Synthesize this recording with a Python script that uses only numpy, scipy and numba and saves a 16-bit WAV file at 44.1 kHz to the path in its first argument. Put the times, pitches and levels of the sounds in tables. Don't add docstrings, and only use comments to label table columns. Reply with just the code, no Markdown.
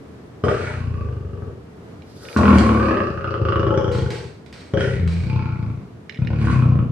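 import sys
import numpy as np
from scipy import signal
from scipy.fft import rfft, irfft
from scipy.io import wavfile
from scipy.ndimage import uniform_filter1d
from numba import njit

SR = 44100
rng = np.random.default_rng(int(sys.argv[2]) if len(sys.argv) > 2 else 0)


def waveform_to_disk(signal):
    frames = np.transpose(np.atleast_2d(signal))
    scaled = np.clip(frames, -1, 1) * 32767
    samples = np.round(scaled).astype(np.int16)
    wavfile.write(sys.argv[1], SR, samples)


N = 304788


def undb(db):
    return 10 ** (np.asarray(db) / 20)


def clock():
    return np.arange(N) / SR


def curves(rows):
    s, *columns = np.transpose(rows)
    return [np.interp(clock(), s, column) for column in columns]


def ramp(age, length_s):
    return np.clip(age / length_s, 0, 1)


def unit(x):
    return x / np.sqrt(np.mean(x ** 2))


def steady(x, size=2600):
    power = uniform_filter1d(uniform_filter1d(x ** 2, size), size)
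    floor = 1e-5 * np.mean(x ** 2)
    return x / np.sqrt(np.abs(power) + floor)


def pan(x, db):
    return x * undb(np.array([[db], [-db]]) / 2)


def walk(rate, count=2000):
    return unit(np.interp(clock() * rate, np.arange(count), rng.standard_normal(count)))


def colour(x, points):
    hz, db = np.transpose(points)
    f = np.fft.rfftfreq(x.shape[-1], 1 / SR)
    gain = undb(np.interp(np.log(f + 1), np.log(hz), db))
    return irfft(rfft(x) * gain, x.shape[-1])


@njit
def svf(x, hz, width):
    y, b, l = np.empty(len(x)), 0., 0.
    for i in range(len(x)):
        g, k = np.tan(np.pi * hz[i] / SR), width / hz[i]
        v = (b + g * (x[i] + 1e-18 - l)) / (1 + g * (g + k))
        b, l, y[i] = 2 * v - b, l + 2 * g * v, k * v
    return y


def ring(x, hz, width_hz, order=1):
    for _ in range(order):
        x = svf(x, hz + np.zeros(len(x)), float(width_hz))
    return x


def muffle(x, hz, order=6):
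    return signal.sosfilt(signal.butter(order, hz, fs=SR, output="sos"), x)


# pitch in Hz, level in dB.
MURMUR_COLOUR = [(15, -55.5), (25, -12), (53, -22), (71, 4.5), (222, 0.5), (297, -2.5), (349, -4),
                 (455, -2.5), (520, -12), (627, -11), (840, -17.5), (1220, -19), (2940, -32), (4620, -36),
                 (9500, -44.5), (14500, -53)]
MURMUR_DB = -41.5


def ambience():
    mid, side = colour(rng.standard_normal((2, N)), MURMUR_COLOUR) * undb(1.0 * walk(6.3))
    side = colour(side, [(100, -18.5), (500, -3.0), (2000, 0.5)])
    return (mid + side * np.array([[1], [-1]])) * undb(MURMUR_DB) / np.std(mid)


# pitch in Hz, width in Hz, level in dB.
STANDING_WAVES = [(77.5, 11.4, 4), (124.6, 6.3, 5.5), (212, 25, 3.5), (403.6, 7.9, 6.5), (539, 7, 0.5)]
# delay to the left port in s, delay to the right port in s, gain.
REFLECTIONS = [(.0031, .0033, .3), (.0071, .0068, .33), (.0129, .0133, .22)]
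# pitch in Hz, level in dB.
REVERB_COLOUR = [(100, 3.5), (250, 7.5), (500, 14), (1200, 5), (3000, 5), (9000, 5.5), (15000, -49)]


def cell(dry, t60_s=0.54, tail_db=-3.5):
    t = np.arange(SR) / SR
    mid, side = rng.standard_normal((2, SR))
    side = colour(side, [(120, -10.0), (280, -23.0), (600, -1.5)])
    tail = mid + side * np.array([[1], [-1]])
    fade = undb(-60 * t / t60_s) * (1 - np.exp(-t / 0.0016))
    tail = unit(tail * fade) / np.sqrt(SR)
    response = colour(tail, REVERB_COLOUR) * undb(tail_db) * (t < .9)
    direct = np.eye(1, SR)[0]
    response += direct + sum(undb(db) * ring(direct, hz, width) for hz, width, db in STANDING_WAVES)
    for left, right, gain in REFLECTIONS:
        response[[0, 1], [int(left * SR), int(right * SR)]] += gain
    return signal.fftconvolve(dry, response, axes=1)[:, :N]


# start in s, relative level in dB, left minus right in dB.
TICK_TIMES = [(2.021, -42, -10), (2.251, -38, -9), (2.285, -33, -10), (2.328, -35, -7),
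              (6.0947, -25.5, -10.5), (6.1228, -38.5, -1.5), (6.1449, -35.5, -5.5), (6.158, -39, 0),
              (6.173, -41, 3), (6.2487, -41.5, -6.5), (6.2722, -27.5, -5)]
# pitch in Hz, width in Hz, level in dB.
TICK_RINGS = [(1950, 300, 8.5), (2314, 1130, 14.5), (2750, 540, 8.5), (3440, 2040, 7), (4700, 2300, -4.5)]


def ticks(scrape_s=0.0017):
    out, t, grit = 0, clock(), rng.standard_normal(N)
    for s, db, pan_db in TICK_TIMES:
        tap = grit * np.exp(-np.abs(t - s) / scrape_s) * (t >= s)
        out = out + pan(tap * undb(db + 4.5), pan_db)
    rung = np.array([sum(undb(db) * ring(side, hz, width, order=3) for hz, width, db in TICK_RINGS)
                     for side in out])
    return muffle(rung, 5500, order=3)


# start in s, level of the first spit in dB, left minus right in dB,
# level of the hiss after it in dB, length of that hiss in s.
HISS_BURSTS = [(2.371, -29, -6, -50, 0.15), (2.584, -22.5, -8, -40.5, 0.023),
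               (3.917, -58, -1.5, -39.5, 0.11), (4.104, -34, -1.5, -41.5, 0.13),
               (4.462, -44, -12, -68, 0.068), (4.527, -44.5, -1.5, -49.5, 0.16),
               (5.076, -35, -1, -45.5, 0.17)]
# pitch in Hz, level in dB.
HISS_SPECTRUM = [(880, -8), (1500, -5.5), (2070, -4), (3460, -11), (4340, -7.5), (6660, -19), (8770, -19),
                 (10100, -30), (14500, -29)]


def hisses():
    out, t = 0, clock()
    noise = colour(rng.standard_normal(N), HISS_SPECTRUM)
    noise = unit(colour(noise, [(9500, 0), (13000, -8)])) * undb(1.5 * walk(120))
    for s, spit_db, pan_db, hiss_db, length in HISS_BURSTS:
        age = np.maximum(t - s, 0)
        shape = undb(spit_db) * np.exp(-age / 0.004) + undb(hiss_db) * np.exp(-(age / length) ** 2)
        out = out + pan(noise * shape * (t >= s), pan_db)
    return out


def huff(peak_s=2.26, rise_s=0.091, throat_db=-42, mouth_db=-45, hiss_db=-47):
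    air = rng.standard_normal(N) * undb(2.5 * walk(60))
    early = peak_s - clock()
    swell = np.exp(-np.maximum(early, 0) / rise_s) * (1 + early / 0.87).clip(0, 1)
    throat = undb(throat_db) * unit(ring(air, 450, 330, order=2))
    mouth = undb(mouth_db) * unit(ring(air, 1350, 580, order=2))
    hiss = unit(colour(air, [(1000, -36), (2500, -19), (5000, -11.0), (7000, -21), (14000, -31.5)]))
    return (throat + mouth) * swell ** 2 + undb(hiss_db) * hiss * swell


# time in s, slaps per second.
SLAP_RATES = [
    [(.438, 45.8), (.47, 40.7), (.55, 31), (.98, 29.1), (1.08, 24.8), (1.36, 23.7), (1.48, 17.5),
     (1.62, 26)],
    [(2.363, 42.3), (2.42, 43.2), (2.6, 37), (2.87, 35.9), (3.13, 27.6), (3.27, 31.3), (3.39, 26.3),
     (3.53, 28.7), (3.65, 26.3), (3.74, 29.3), (4.0, 28.2), (4.09, 20.5), (4.3, 21.3)],
    [(4.737, 27.8), (4.8, 29.4), (4.95, 33.1), (5.18, 26.6), (5.26, 33.2), (5.58, 28.9), (5.7, 26.3),
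     (5.86, 30)],
    [(6.188, 31.2), (6.26, 35.9), (6.44, 36.4), (6.61, 30), (6.69, 32), (6.77, 27.8), (7.0, 34)],
]


def folds(jitter_s=.0003, scatter_db=3.0):
    t, slaps, rebounds = clock(), np.zeros(N), np.zeros(N)
    for roar in SLAP_RATES:
        (rate,) = curves(roar)
        cycles = np.cumsum(rate * ((t >= roar[0][0]) & (t < roar[-1][0]))) / SR
        at = np.searchsorted(cycles, np.arange(int(cycles[-1]) + 1), side="right").clip(0, N - 1)
        late, size, second = rng.standard_normal((len(at), 3)).T
        again = at + rng.uniform(0.217, .7, len(at)) * SR / rate[at]
        slap_at = (at + np.abs(late) * jitter_s * SR).astype(int).clip(0, N - 1)
        slaps[slap_at] = undb(scatter_db * size)
        rebounds[again.astype(int).clip(0, N - 1)] = np.abs(second)
    return slaps, rebounds


def puffs(slaps, decay_s):
    fading = signal.lfilter([1], [1, -np.exp(-1 / (decay_s * SR))], slaps)
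    return steady(fading * rng.standard_normal(N))


def attacks(slaps):
    thump = steady(muffle(ring(slaps, 260, 840), 800, order=4))
    grit = steady(slaps) + 2 * puffs(slaps, decay_s=0.0017)
    crack = steady(muffle(ring(grit, 970, 2000, order=3), 2700))
    return thump, crack


# peak time in s, rise in s, fall in s, relative level in dB.
SNARL_SWELLS = [(0.63, 0.19, 0.16, -39), (2.551, 0.11, 0.22, -32.5), (4.88, 0.066, 0.075, -51),
                (6.499, 0.088, 0.049, -38)]
GROWL_AIR, SNARL_AIR = .04, .42


def snarls():
    t, swell, gain = clock(), 0, 0
    for peak_s, rise_s, fall_s, db in SNARL_SWELLS:
        shape = np.exp(-((t - peak_s) / np.where(t < peak_s, rise_s, fall_s)) ** 2)
        swell, gain = swell + shape, gain + undb(db) * shape
    return np.clip(GROWL_AIR + (SNARL_AIR - GROWL_AIR) * swell, 0, 1), gain


# time at full strain in s, strained chest pitch in Hz, relaxed chest pitch in Hz.
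CHEST_STRAINS = [(0.072, 145, 104), (0.69, 220, 114), (0.069, 135, 127.6), (0.27, 140, 134)]
RELAX_S = 0.06


def strain():
    t, starts = clock(), np.array([roar[0][0] for roar in SLAP_RATES])
    which = np.maximum(np.searchsorted(starts, t, side="right") - 1, 0)
    hold_s, strained_hz, relaxed_hz = np.array(CHEST_STRAINS)[which].T
    return strained_hz + (relaxed_hz - strained_hz) * ramp(t - starts[which] - hold_s, RELAX_S)


MOAN_PEAK_S, MOAN_HALF_LENGTH_S, MOAN_HZ = 5.125, 0.18, 86.4


def moan(pitch):
    phase = 2 * np.pi * np.cumsum(pitch * (1 + 0.013 * walk(43))) / SR
    return unit(np.sin(phase) + undb(4.5) * np.sin(2 * phase) + undb(-21.5) * np.sin(3 * phase))


# time in s, deep boom in dB, hollow overtone in dB.
CHEST_SIDES = [(.47, 3.5, 5), (.7, -10, -4), (2.5, -8.5, -39.5), (2.95, -1.5, 4), (3.2, -2.5, -14),
               (3.5, -4.5, -17), (4.15, -29.5, -26.5), (4.75, -7, -38), (5.2, 9, -20), (5.33, -23, -29),
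               (6.2, -15, -15), (6.5, -9.5, -3.5), (6.75, -24, -13)]


def chest_sound(low):
    boom_db, hollow_db = curves(CHEST_SIDES)
    main = ring(low, strain(), 92.0, order=2)
    boom = undb(boom_db) * ring(low, 91.4, 80, order=2)
    hollow = undb(hollow_db) * ring(low, 210.3, 44, order=2)
    no_rumble = signal.butter(3, 55, "high", fs=SR, output="sos")
    chest = steady(signal.sosfilt(no_rumble, main + boom + hollow))
    smooth = np.clip(1 - ((clock() - MOAN_PEAK_S) / MOAN_HALF_LENGTH_S) ** 2, 0, 1)
    return np.sqrt(1 - smooth) * chest + np.sqrt(smooth) * undb(-0.5) * moan(MOAN_HZ)


# time in s, lower pitch in Hz, upper pitch in Hz, upper over lower in dB.
THROAT_SHAPES = [(.45, 428, 574, -9), (.56, 408, 597, -3), (1.2, 407, 549, -14), (2.4, 420, 615, -4.5),
                 (2.72, 354, 446, -2.5), (2.95, 377, 586, -2), (3.3, 405, 515, -5), (3.55, 391, 530, -4.5),
                 (3.8, 399, 510, 0.5), (4.04, 390, 452, -3.5), (4.78, 415.5, 536, -5),
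                 (4.95, 427, 536, -10), (5.35, 340, 463, -10.5), (6.5, 340, 441, -0.5)]
THROAT_FLUTTER = .13


def throat_sound(low, air, chest_db):
    lower_hz, upper_hz, upper_db = curves(THROAT_SHAPES)
    depth = THROAT_FLUTTER * air * undb(chest_db - chest_db.max())
    lower_hz, upper_hz = (hz * (1 + depth * walk(60)) for hz in (lower_hz, upper_hz))
    lower = ring(low, lower_hz, 135, order=2)
    upper = undb(upper_db) * ring(low, upper_hz, 80, order=2)
    return muffle(steady(lower + upper), 768)


def mouth_sound(high, mouth_hz, lips_hz, lips_db):
    mouth = ring(high, mouth_hz, 160, order=2)
    lips = undb(lips_db) * ring(high, lips_hz, 230, order=2)
    return steady(muffle(mouth + lips, 2070))


def rasp_sound(high, wind, air, teeth_hz):
    teeth = ring(high, teeth_hz * (1 + 0.022 * walk(25)), 560, order=3)
    above = undb(-16.5) * ring(high, 1.78 * teeth_hz, 2100, order=3)
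    rush = unit(colour(wind, [(900, -31.0), (1500, 5.0), (2300, 1), (3300, -8.5), (5000, -13.5),
                              (9000, -20.5), (11000, -44)]))
    return steady(steady(teeth + above) + 9 * (air - GROWL_AIR) * rush)


# start in s, length in s, pitch in Hz, relative level in dB.
WHISTLE_NOTES = [(0.945, 0.15, 1164, -44.5), (1.335, 0.16, 1156, -54.5), (2.59, 0.13, 1070, -37),
                 (2.788, 0.21, 1187, -29), (3.686, 0.56, 863, -43), (5.279, 0.37, 882, -46)]
WHISTLE_EDGE_S, WHISTLE_FADE_DB_PER_S = 0.019, 29.5


def whistles(breath, width_hz=44):
    out, t = 0, clock()
    for start, length, hz, db in WHISTLE_NOTES:
        age = np.clip(t - start, 0, length)
        shape = ramp(age, WHISTLE_EDGE_S) * ramp(length - age, WHISTLE_EDGE_S)
        gain = undb(db + 6.5 - WHISTLE_FADE_DB_PER_S * age)
        out = out + steady(ring(breath, hz, width_hz, order=2)) * shape * gain
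    return out


# time in s, relative level of the thump in dB, relative level of the knock in the mouth in dB.
SLAMS = [(0.4384, -14, -22), (0.4685, -7.5, -29), (0.4835, -14.5, -15), (1.088, -28, -38),
         (1.421, -28, -41), (2.387, -10, -21), (2.4101, -2.5, -19.5), (2.4554, -11, -10),
         (2.4798, -8, -9.5), (2.528, -5.5, -11.5), (2.692, -13.5, -14.5), (2.718, -15, -20),
         (2.798, -11, -17.5), (2.909, -8.5, -18), (2.970, -17, -17), (3.003, -21, -19),
         (3.2442, -25.5, -21), (3.341, -21.5, -19), (3.452, -20.5, -20.5), (3.486, -24.5, -17.5),
         (3.523, -21.5, -15.5), (3.558, -19, -16.5), (3.631, -19, -20.5), (3.667, -14.5, -21),
         (4.737, -17.5, -27.5), (4.7725, -15.5, -26), (5.33, -26, -33), (5.3605, -35.5, -28),
         (6.2182, -23.5, -37.5), (6.303, -19, -34), (6.332, -30.5, -32), (6.442, -25.5, -27),
         (6.471, -21.5, -20), (6.4823, -29.5, -21.5), (6.499, -28, -22), (6.623, -21.5, -24.5),
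         (6.654, -20, -32.5), (6.719, -30, -31.5), (6.79, -30, -26)]


def hard_slaps(mouth_hz, lips_hz, teeth_hz):
    s, thump_db, knock_db = np.transpose(SLAMS)
    spikes, knocks, at = np.zeros(N), np.zeros(N), (s * SR).astype(int)
    spikes[at], knocks[at] = undb(thump_db), undb(knock_db)
    thump = muffle(ring(spikes, 290, 750, order=2), 850, order=3)
    knock = (ring(knocks, mouth_hz, 165, order=2) + undb(-4.5) * ring(knocks, lips_hz, 280, order=2)
             + undb(-23) * ring(knocks, teeth_hz, 700, order=2)
             + undb(-21.5) * ring(knocks, 1300, 2500, order=2))
    knock = muffle(knock, 3000, order=4)
    thump = thump * spikes.max() / np.abs(thump).max() * undb(-2.5)
    return thump + knock * knocks.max() / np.abs(knock).max() * 1.6


def closure(lead_s=.004, length_s=.009, depth=.75):
    t = clock()
    shut = sum(np.exp(-((t - s + lead_s) / length_s) ** 2) for s, _, _ in SLAMS)
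    return 1 - depth * shut.clip(0, 1)


# time in s, then relative levels of chest, throat and mouth in dB.
VOICE_LEVELS = [
    [(.44, -25.5, -12.5, -28.5), (.49, -22.5, -15.5, -28), (.56, -34.5, -29.5, -37), (.69, -33, -37, -38.5),
     (.85, -24.5, -52, -50), (1.0, -26, -34.5, -46), (1.2, -31.5, -40.5, -54), (1.48, -33.5, -34, -54.5),
     (1.6, -50, -71, -97)],
    [(2.36, -11.5, -20, -25), (2.39, -14, -24.5, -19.5), (2.52, -8, -23.5, -28), (2.72, -15.5, -21.5, -27),
     (2.85, -19, -20, -23.5), (3.0, -26.5, -19, -26), (3.15, -30, -37, -41), (3.24, -31, -29, -25.5),
     (3.35, -33, -23.5, -39.5), (3.44, -19.5, -25, -44), (3.451, -23.5, -21, -29.5),
     (3.56, -23, -17.5, -28), (3.76, -23, -18, -31), (4.04, -21, -29, -42), (4.16, -43, -33.5, -51),
     (4.28, -31, -50, -68)],
    [(4.74, -22.5, -16.5, -38.5), (4.78, -21.5, -10.5, -26.5), (4.81, -22.5, -25.5, -28.5),
     (4.88, -25, -26, -40.5), (4.96, -24, -36.5, -42.5), (5.06, -16.5, -46, -55.5), (5.28, -22, -40, -54.5),
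     (5.34, -19, -48.5, -39.5), (5.52, -25, -45, -46), (5.64, -22, -57, -48.5), (5.77, -30.5, -73, -57),
     (5.84, -33, -48, -59)],
    [(6.19, -23, -55, -58.5), (6.23, -16, -51, -43.5), (6.27, -26, -42, -67.5), (6.31, -16.5, -43, -44),
     (6.38, -20.5, -43, -48), (6.44, -12.5, -35.5, -35), (6.48, -15.5, -28.5, -34), (6.6, -14.5, -50, -36),
     (6.78, -14, -49, -45), (6.89, -23.5, -43, -55)],
]
# time in s, then pitches of mouth, lips and teeth in Hz, lips over mouth in dB.
MOUTH_SHAPES = [(.44, 1170, 1234, 2900, -14), (.48, 1250, 1400, 3050, -10), (.52, 1250, 1600, 2800, -4),
                (.66, 1535, 1640, 2200, -0.5), (.82, 1070, 1420, 2500, -10.5), (1.5, 1286, 1560, 2840, -11),
                (2.37, 1076, 1390, 2400, -8.5), (2.7, 1107, 1310, 2250, -11), (2.9, 1164, 1660, 2480, -14),
                (3.05, 1215, 1695, 2650, -9.5), (3.24, 1232, 1324, 2550, -8), (3.52, 1197, 1313, 2790, -1),
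                (3.8, 1126, 1268, 3140, -2), (4.15, 1050, 1530, 3200, 3.5), (4.75, 1160, 1430, 3100, 2),
                (4.83, 1510, 1760, 3200, -5), (4.95, 1460, 1960, 2140, 3.5), (5.33, 1080, 1336, 2450, 0.5),
                (5.8, 1126, 1350, 2180, -6), (6.2, 986, 1400, 2530, 11.5), (6.34, 1030, 1390, 2490, -4),
                (6.46, 1115, 1460, 2400, -23.5), (6.6, 1083, 1290, 2480, -17.5),
                (6.88, 1114, 1210, 2280, -9)]
# time in s, dry crack of each slap in dB,
# rasp past the teeth in dB, torn rattle between throat and mouth in dB.
VOICE_EDGE = [(.45, -39, -3.5, -1), (.55, -10, -6, -21), (.7, -0.5, -8.5, -12), (1.3, -16, -12, -26),
              (2.4, -10.5, -20, -10), (2.5, -2, -14.5, -11.5), (2.7, -9.5, -20, -4), (2.8, -16, -18, -18),
              (2.87, -8, -11, -21), (2.98, -14, -14, -19), (3.1, -19, -12, -11), (3.25, -13, -13.5, -24),
              (3.42, -14, -7.5, -16), (3.46, -16.5, -9, -29), (3.55, -21, -11, -14),
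              (3.64, -16, -15.5, -20), (3.8, -9, -11, -13.5), (4.74, 0, -3.5, -22), (4.82, -11.5, -3, -26),
              (5.26, 2, 10, -11), (5.335, 2, 6, -15), (5.39, -4.5, -2.5, -24), (5.8, -6, -7, -18),
              (6.3, -1.5, 1.5, -8.5), (6.5, -7.5, -1, -25), (6.8, -8.5, -17, -16)]
TORN_HZ, TORN_WIDTH_HZ = 694, 360
THUMP_DB = -13.5


def lion():
    t, (slaps, rebounds) = clock(), folds()
    chest_db, throat_db, mouth_db = curves([row for roar in VOICE_LEVELS for row in roar])
    mouth_hz, lips_hz, teeth_hz, lips_db = curves(MOUTH_SHAPES)
    crack_db, rasp_db, torn_db = curves(VOICE_EDGE)
    air, snarl = snarls()
    thump, crack = attacks(slaps)
    wind = rng.standard_normal(N) * undb(0.78 * walk(70))
    low = steady(slaps + .2 * rebounds) + .3 * puffs(slaps, decay_s=.008) + .5 * air * wind
    high = (1 - air) * (steady(slaps) + .8 * puffs(slaps, decay_s=.003)) + air * wind
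    chest = chest_sound(low) * undb(chest_db - 9.0)
    throat = throat_sound(low, air, chest_db) * undb(throat_db - 5.5)
    mouth = mouth_sound(high, mouth_hz, lips_hz, lips_db) * undb(mouth_db)
    rasp_gain = np.hypot(undb(mouth_db + rasp_db), snarl) * undb(-2.0)
    rasp = rasp_sound(high, wind, air, teeth_hz) * rasp_gain
    torn = steady(ring(high, TORN_HZ, TORN_WIDTH_HZ, order=3)) * undb(mouth_db + torn_db)
    edge = thump * undb(throat_db + THUMP_DB) + crack * undb(mouth_db + crack_db)
    upper = throat + mouth + rasp + edge + torn
    sounding = sum(ramp(t - roar[0][0] + .002, .002) * ramp(roar[-1][0] - t, .06) for roar in SLAP_RATES)
    voice = chest + (upper + whistles(high)) * closure()
    return voice * sounding + hard_slaps(mouth_hz, lips_hz, teeth_hz)


def scene():
    voice = lion() + huff()
    left = colour(voice, [(100, 8.5), (400, -3.5), (1200, -2.0), (4000, -4.0), (8000, 2.5),
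                          (11000, 9.5), (14000, -8.0)])
    right = colour(voice, [(100, 8.0), (400, -7.5), (1200, -2.5), (4000, 1.5), (8000, -4.5),
                           (11000, -1.0), (14000, 0.5)])
    left = np.pad(left, (3, 0))[:N]
    roars = cell(np.array([left, right]) + hisses())
    return roars + cell(ticks(), t60_s=0.69, tail_db=-10.5) + ambience()


TOP_HZ = 14900


def record(dry):
    return signal.sosfilt(signal.ellip(12, .2, 80, TOP_HZ, fs=SR, output="sos"), dry)


dry = scene()
out = record(dry)
waveform_to_disk(out)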